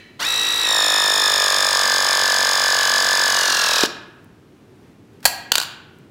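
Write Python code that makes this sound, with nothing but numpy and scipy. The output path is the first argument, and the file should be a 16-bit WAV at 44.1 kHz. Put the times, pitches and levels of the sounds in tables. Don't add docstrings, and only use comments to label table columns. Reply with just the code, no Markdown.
import sys
import numpy as np
from scipy import signal
from scipy.fft import rfft, irfft
from scipy.io import wavfile
from scipy.ndimage import uniform_filter1d

SR = 44100
rng = np.random.default_rng(int(sys.argv[2]) if len(sys.argv) > 2 else 0)


def volts(x):
    e = np.asarray(x, float) / 20
    return 10 ** e


def to_wav(sig):
    pcm = np.clip(np.atleast_2d(sig), -1, 1) * 32767
    pcm = np.round(pcm).astype(np.int16)
    wavfile.write(sys.argv[1], SR, pcm.T)


N = 269010


def evened(x):
    return x / np.sqrt(np.mean(x ** 2) + 1e-20)


def read(points, hz):
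    f, value = np.transpose(points)
    return np.interp(np.log(hz + 1), np.log(f + 1), value)


def coloured(x, points):
    gain = volts(read(points, np.fft.rfftfreq(len(x), 1 / SR)))
    return irfft(rfft(x) * gain, len(x))


def resonate(x, hz, width):
    r = np.exp(-np.pi * width / SR)
    return 2 * signal.lfilter([1 - r], [1, -r * np.exp(2j * np.pi * hz / SR)], x).real


def twice(x, hz, width, second):
    return resonate(resonate(x, hz, width), hz, second)


def highpass(x, hz):
    return signal.lfilter(*signal.butter(2, hz, "high", fs=SR), x)


def wander(hz):
    return evened(signal.lfilter(*signal.butter(2, hz, fs=SR), rng.standard_normal(N)))


def bump(turns, at, sharp):
    return np.exp(sharp * (np.cos(2 * np.pi * (turns - at)) - 1))


# frequency in Hz, level in dB.
VENTILATION = [(15, -59.5), (25, -29.5), (70, -20), (102, -9), (380, -12.5), (560, -24), (2610, -35),
               (16000, -53)]
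# frequency in Hz, width in Hz, level in dB.
LAST_RUN = [(1893, 190, -49.5), (2270, 60, -51), (2560, 120, -57), (2980, 60, -56), (3970, 110, -52.5),
            (5800, 300, -76)]


def background():
    air_db = -48.5 + 0.78 * wander(hz=3.6)
    air = volts(air_db) * evened(coloured(rng.standard_normal(N), VENTILATION))
    noise = rng.standard_normal(N)
    last = sum(volts(db) * evened(twice(noise, hz, width, 4.6 * width)) for hz, width, db in LAST_RUN)
    last += volts(-51.5) * evened(twice(noise, 2200., 2500., 2300.))
    return air + last * volts(-70. * np.arange(N) / SR)


# start in seconds, peak level in dB.
LATCH_TICKS = [
    (4.2443, -40),
    (5.1344, -51.5),
    (5.9864, -44.5),
]


def ticks():
    out = np.zeros(N)
    u = np.arange(300) / SR
    for s, db in LATCH_TICKS:
        tick = np.diff(rng.standard_normal(301)) * np.exp(-u / .0012)
        out[round(s * SR):][:300] += volts(db) * tick / abs(tick).max()
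    return out


def relief(s=3.8355, hz=328.0, db=2.0):
    u = np.clip(np.arange(N) / SR - s, 0, None)
    tick = volts(-3) * np.exp(-((u - .001) / .00012) ** 2)
    swell = (u / 0.002) ** 2 * np.exp(-u / 0.00092)
    return tick + volts(db + 9.5) * np.sin(2 * np.pi * hz * (u - .0028)) * swell


def bounces():
    first_s, gap_s, shrink = 5.5187, .0359, .735
    n = np.arange(7)
    s = first_s + gap_s * (1 - shrink ** n) / (1 - shrink)
    db, ms, tilt = 5 - 3.7 * n, 4.3 * .9 ** n, -2. - .4 * n
    return list(zip(s, db, ms, tilt))


# start in seconds, peak level in dB, contact in ms, tilt in dB per octave.
BREAKAWAY = [
    (5.204, -42, 6., -5.),
    (5.2285, -33, 9., -9.),
    (5.2355, -40, 5., -6.),
    (5.2432, -25, 7., -2.),
    (5.2535, 5, 10., 1.5),
]
# frequency in Hz, width in Hz, level in dB.
GRIPPING = [(1600, 120, -14), (3270, 100, -6), (4450, 170, 0), (6790, 170, -11), (7540, 110, -5),
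            (8610, 120, -11), (9690, 230, -20), (10300, 130, -17), (11600, 99, -10), (13400, 180, -19),
            (13900, 83, -15), (14900, 100, -7)]
# frequency in Hz, width in Hz, level in dB.
CLOSED = [(1240, 330, -27), (1505, 220, 3), (2850, 330, -13), (3230, 380, -2), (3930, 710, 16),
          (4380, 190, 17), (5560, 300, -9), (6500, 580, 12), (7460, 250, -16), (8500, 290, -9),
          (10800, 220, -1), (13900, 220, -39.5), (14200, 220, -22.5)]
# frequency in Hz, level in dB, 60 dB decay time in seconds.
FREE_STEEL = [(727, -11, 0.26), (1550, 0, 0.9), (1760, -16, 0.25), (3000, -16, .45), (3280, -13, 0.7),
              (4037, -12, 0.29), (4365, -12, .5), (4430, -12, 0.45), (5911, -10, 0.15), (6700, -6, 0.15),
              (7531, -13, 0.33), (8619, -16, 0.33), (11660, -6, 0.28), (14920, -7, 0.19)]


def jaws():
    blows = BREAKAWAY + bounces()
    out, u = np.zeros(N), np.arange(30000) / SR
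    grain, detune = rng.standard_normal((len(blows), 4000)), rng.standard_normal((len(blows), 20))
    for (s, db, ms, tilt), noise, vary in zip(blows, grain, detune):
        contact = np.zeros(len(u))
        contact[:4000] = noise * np.exp(-(1000 * u[:4000] / ms) ** 1.6)

        def lean(hz):
            return tilt * np.log2(hz / 4400)

        body, widen = (GRIPPING, 3.2) if s < 5.4 else (CLOSED, 1.1)
        held = np.zeros(len(u))
        for (hz, width, mode_db), v in zip(body, vary):
            held += volts(.55 * mode_db + lean(hz) + 1.5 * v) * twice(contact, hz, widen * width, 5 * width)
        free = np.zeros(len(u))
        for hz, mode_db, t60 in FREE_STEEL:
            free += volts(mode_db + lean(hz)) * resonate(contact, hz, 3 / t60) * t60 * hz / 8000
        crack = volts(.5 * lean(1300) + 1.5) * resonate(contact, 1200., 1500.)
        crack += resonate(contact, 3400., 3500.)
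        crack += volts(lean(9000) - 5) * resonate(contact, 9000., 9000.)
        blow = highpass(held + volts(9) * free + volts(-4) * crack, 450)
        at = round(s * SR)
        out[at:at + len(u)] += volts(db) * (blow / abs(blow).max())[:N - at]
    u = np.clip(np.arange(N) / SR - 5.25, 0, None)
    jolt = volts(-25.5) * np.sin(2 * np.pi * 59.0 * u) * np.exp(-u / 0.009)
    return out + jolt


SPUN_UP_S = .275

# time in seconds, strokes per second.
SHAFT_SPEED = [(0.19, 26), (0.255, 52.6), (0.275, 54.8), (0.62, 54.95), (0.7, 52.75), (0.81, 51.34),
               (1.23, 49.95), (1.51, 48.56), (1.68, 48.4), (1.89, 47.08), (2.09, 47.6), (2.32, 46.75),
               (2.55, 47.55), (2.8, 46.45), (3.22, 47.12), (3.44, 44.75), (3.65, 42.7), (3.88, 38.7)]
VALVE_SEATING = [(.1, .29), (.27, .26), (.39, .35), (.55, .355), (.68, .31), (.85, .35)]


def shaft():
    free_speed, stop_speed = 55., 39.
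    t = np.arange(N) / SR
    speed = np.interp(t, *np.transpose(SHAFT_SPEED))
    turns = np.cumsum(speed) / SR - .27
    sag = np.clip((free_speed - speed) / (free_speed - stop_speed), 0, 1)
    load = uniform_filter1d(sag * (t > SPUN_UP_S), size=5000)
    spin_up = sag * (t < SPUN_UP_S)
    pressure = np.clip(0.21 + 0.61 * load, 0, 1.3)
    swing = np.minimum(.015 + .165 * load ** 1.4, .16)
    seat = np.interp(load, *np.transpose(VALVE_SEATING))
    drag = 2 * np.pi * (turns - seat + .31)
    lag = np.cos(drag) + .09 * np.cos(2 * drag) - .8 * swing * np.sin(2 * drag)
    angle = 2 * np.pi * turns + .92 * swing * lag
    fast = bump(turns - seat, .5, 1.6 * pressure)
    return turns, angle, load, spin_up, pressure, swing, seat, fast


# multiple, idle level in dB, loaded level in dB.
MOTOR_ORDERS = [(1, -48, -47), (6, -43, -41), (24, -36, -27), (48, -22.5, -36)]


def motor(angle, pressure, fast):
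    out = np.zeros(N)
    torque = np.clip(1.5 * pressure - .15, 0, 1)
    for k, idle_db, load_db in MOTOR_ORDERS:
        db = idle_db + (load_db - idle_db) * torque + 1.5 * wander(hz=8.)
        out += volts(db) * fast * np.cos(k * angle)
    return out


# multiple of the stroke rate, load, reach in load, level in dB.
LOAD_LINES = [(25, .45, .22, -29), (75, .46, .1, -33), (64, .65, .16, -33), (93, .82, .13, -29),
              (31, .92, .13, -30)]


def hum(turns, load):
    lines = np.zeros(N)
    for k, at, reach, db in LOAD_LINES:
        lines += volts(db) * np.exp(-((load - at) / reach) ** 2) * np.cos(2 * np.pi * k * turns)
    return lines


# frequency in Hz, level in dB.
RATTLE_SPECTRUM = [(150, -27), (450, -7.5), (1400, -7), (1700, -2.5), (2200, -11.5), (3800, 0.5),
                   (7000, -12), (16000, -19.5)]


def rattle(turns, pressure, seat):
    repeat = .65
    flaws = evened(rng.standard_normal(800)[(turns % 1 * 800).astype(int)])
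    mixed = repeat * flaws + np.sqrt(1 - repeat ** 2) * rng.standard_normal(N)
    grit = evened(coloured(mixed, RATTLE_SPECTRUM))
    stroke = 1.34 * bump(turns, 0.1, 0.67) + bump(turns - seat, 0.0091, 12.0)
    return volts(-23.5) * grit * (0.63 + pressure * stroke)


# frequency in Hz, width in Hz, level in dB.
VALVE_MODES = [(632, 400, 1.5), (959, 544, 5.5), (1242, 700, -41), (1686, 73, 12)]


def valve(turns, pressure, seat):
    hit = np.diff(np.floor(turns - seat + .03), prepend=0) > 0
    hit = hit * volts(0.13 * rng.standard_normal(N))
    hit = hit * np.clip((pressure - .18) / 0.15, .03, 1) * volts(-4. * pressure ** 3)
    knock = sum(volts(db) * twice(hit, hz, width, 0.95 * width) for hz, width, db in VALVE_MODES)
    return volts(14.5) * highpass(knock, 260)


# load from 0 to 1, levels of tooth tones 1, 2, 3 and 4 in dB.
TOOTH_LEVELS = [(0, -30.5, -20, -32, -32.5), (.16, -26, -19.5, -23, -25.5), (.34, -24, -22, -20.5, -25.5),
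                (.5, -22, -32.5, -22, -26.5), (.66, -23, -32, -25, -25), (.9, -25.5, -27.5, -26, -25)]
# tooth harmonic, level in dB relative to tone 4.
UPPER_TONES = [(5, -7.5), (6, -11), (7, -17.5)]
# frequency in Hz, width in Hz, level in dB.
HOUSING_MODES = [(1677, 130, -2), (2850, 340, 17.5), (3900, 110, 0), (4120, 82, -7), (5320, 870, 19),
                 (6810, 710, 17), (7730, 460, 4.5), (11130, 380, 20.5)]


def teeth(turns, angle, load, spin_up, pressure, swing, seat, fast):
    count = 35
    at_load, *columns = np.transpose(TOOTH_LEVELS)
    db1, db2, db3, db4 = [np.interp(load, at_load, c) for c in columns]
    db1 = db1 + 3 * np.clip(5 * spin_up, 0, 1) * (np.arange(N) / SR < SPUN_UP_S)
    db2 = db2 - 11.0 * spin_up
    mesh_hz = count * np.gradient(angle) * SR / (2 * np.pi)
    slack = .06 * wander(hz=40.) + .045 * wander(hz=400.)
    squeeze = bump(turns, .04, 3.) + .4 * bump(turns, 0., 14.)
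    swell = 1 - np.clip(1.6 * pressure, 0, .9) * bump(turns - seat, .07, 2.5)
    stall = np.clip(swing / .12, 0, 1) ** 6 * bump(turns - seat, -.1, 6.)
    tones = [(1, db1, swell * (1.7 + 0.089 * fast)),
             (2, db2, swell * fast + 1.8 * stall),
             (3, db3, 0.15 + squeeze * (1 - .6 * load) + 0.9 * stall),
             (4, db4, 0.2 + squeeze)]
    tones += [(k, db4 + db, 0.14 + squeeze) for k, db in UPPER_TONES]
    out = np.zeros(N)
    for k, db, shape in tones:
        flare = 1
        for hz, width, gain_db in HOUSING_MODES:
            flare = flare + volts(gain_db) / (1 + (2 * (k * mesh_hz - hz) / width) ** 2)
        errors = sum(np.cos(m * angle + 2 * np.pi * rng.random()) for m in range(3, 7))
        skip = (k == 1) * np.clip(1 - 3 * pressure, 0, 1) * wander(hz=690.0)
        shape = shape * flare * (1 + .14 * errors + 2.2 * skip)
        steady = shape / np.sqrt(uniform_filter1d(shape ** 2, size=1900) / 2)
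        level = steady * volts(db + .6 * wander(hz=60.))
        out += level * np.cos(k * (count * angle + slack) + 2 * np.pi * rng.random())
    return out


def press():
    start_s, stop_s = .192, 3.868
    turns, angle, load, spin_up, pressure, swing, seat, fast = shaft()
    out = teeth(turns, angle, load, spin_up, pressure, swing, seat, fast)
    out += motor(angle, pressure, fast) + hum(turns, load)
    out += rattle(turns, pressure, seat) + valve(turns, pressure, seat)
    t = np.arange(N) / SR
    return out * np.clip((t - start_s) / 0.021, 0, 1) ** 0.74 * np.clip((stop_s - t) / 0.014, 0, 1)


# frequency in Hz, 60 dB decay time in seconds.
REVERBERATION = [(200, 0.6), (530, 0.75), (1500, 0.9), (2800, .75), (4500, 0.5), (9700, 0.32)]


def room(x):
    taps = np.zeros(SR)
    at = np.arange(500, SR - 20, 20)
    taps[at + rng.integers(0, 20, len(at))] = rng.choice([-1., 1.], len(at))
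    hz, t, z = signal.stft(taps, SR, nperseg=256)
    decay = volts(-60 * t / read(REVERBERATION, hz)[:, None])
    tail = signal.istft(z * decay, SR, nperseg=256)[1]
    return signal.fftconvolve(x, tail / np.linalg.norm(tail))[:N]


def scene():
    tool = volts(-1.23) * press() + relief()
    steel = jaws()
    slap = volts(-16.0) * np.roll(steel, round(0.021 * SR))
    reverb = room(volts(-13.5) * tool + volts(-11.5) * steel)
    return (tool + steel + slap + reverb + ticks() + background())[None]


def top_cut(x):
    return signal.sosfilt(signal.butter(12, 16470, fs=SR, output="sos"), x)


def record(dry):
    clipped = np.clip(dry, -.95, .95)
    lowpass = signal.firwin(301, 15900, window=("kaiser", 5), fs=SR)
    limited = signal.oaconvolve(clipped, lowpass[None], "same")
    return top_cut(limited)


dry = scene()
out = record(dry)
to_wav(out)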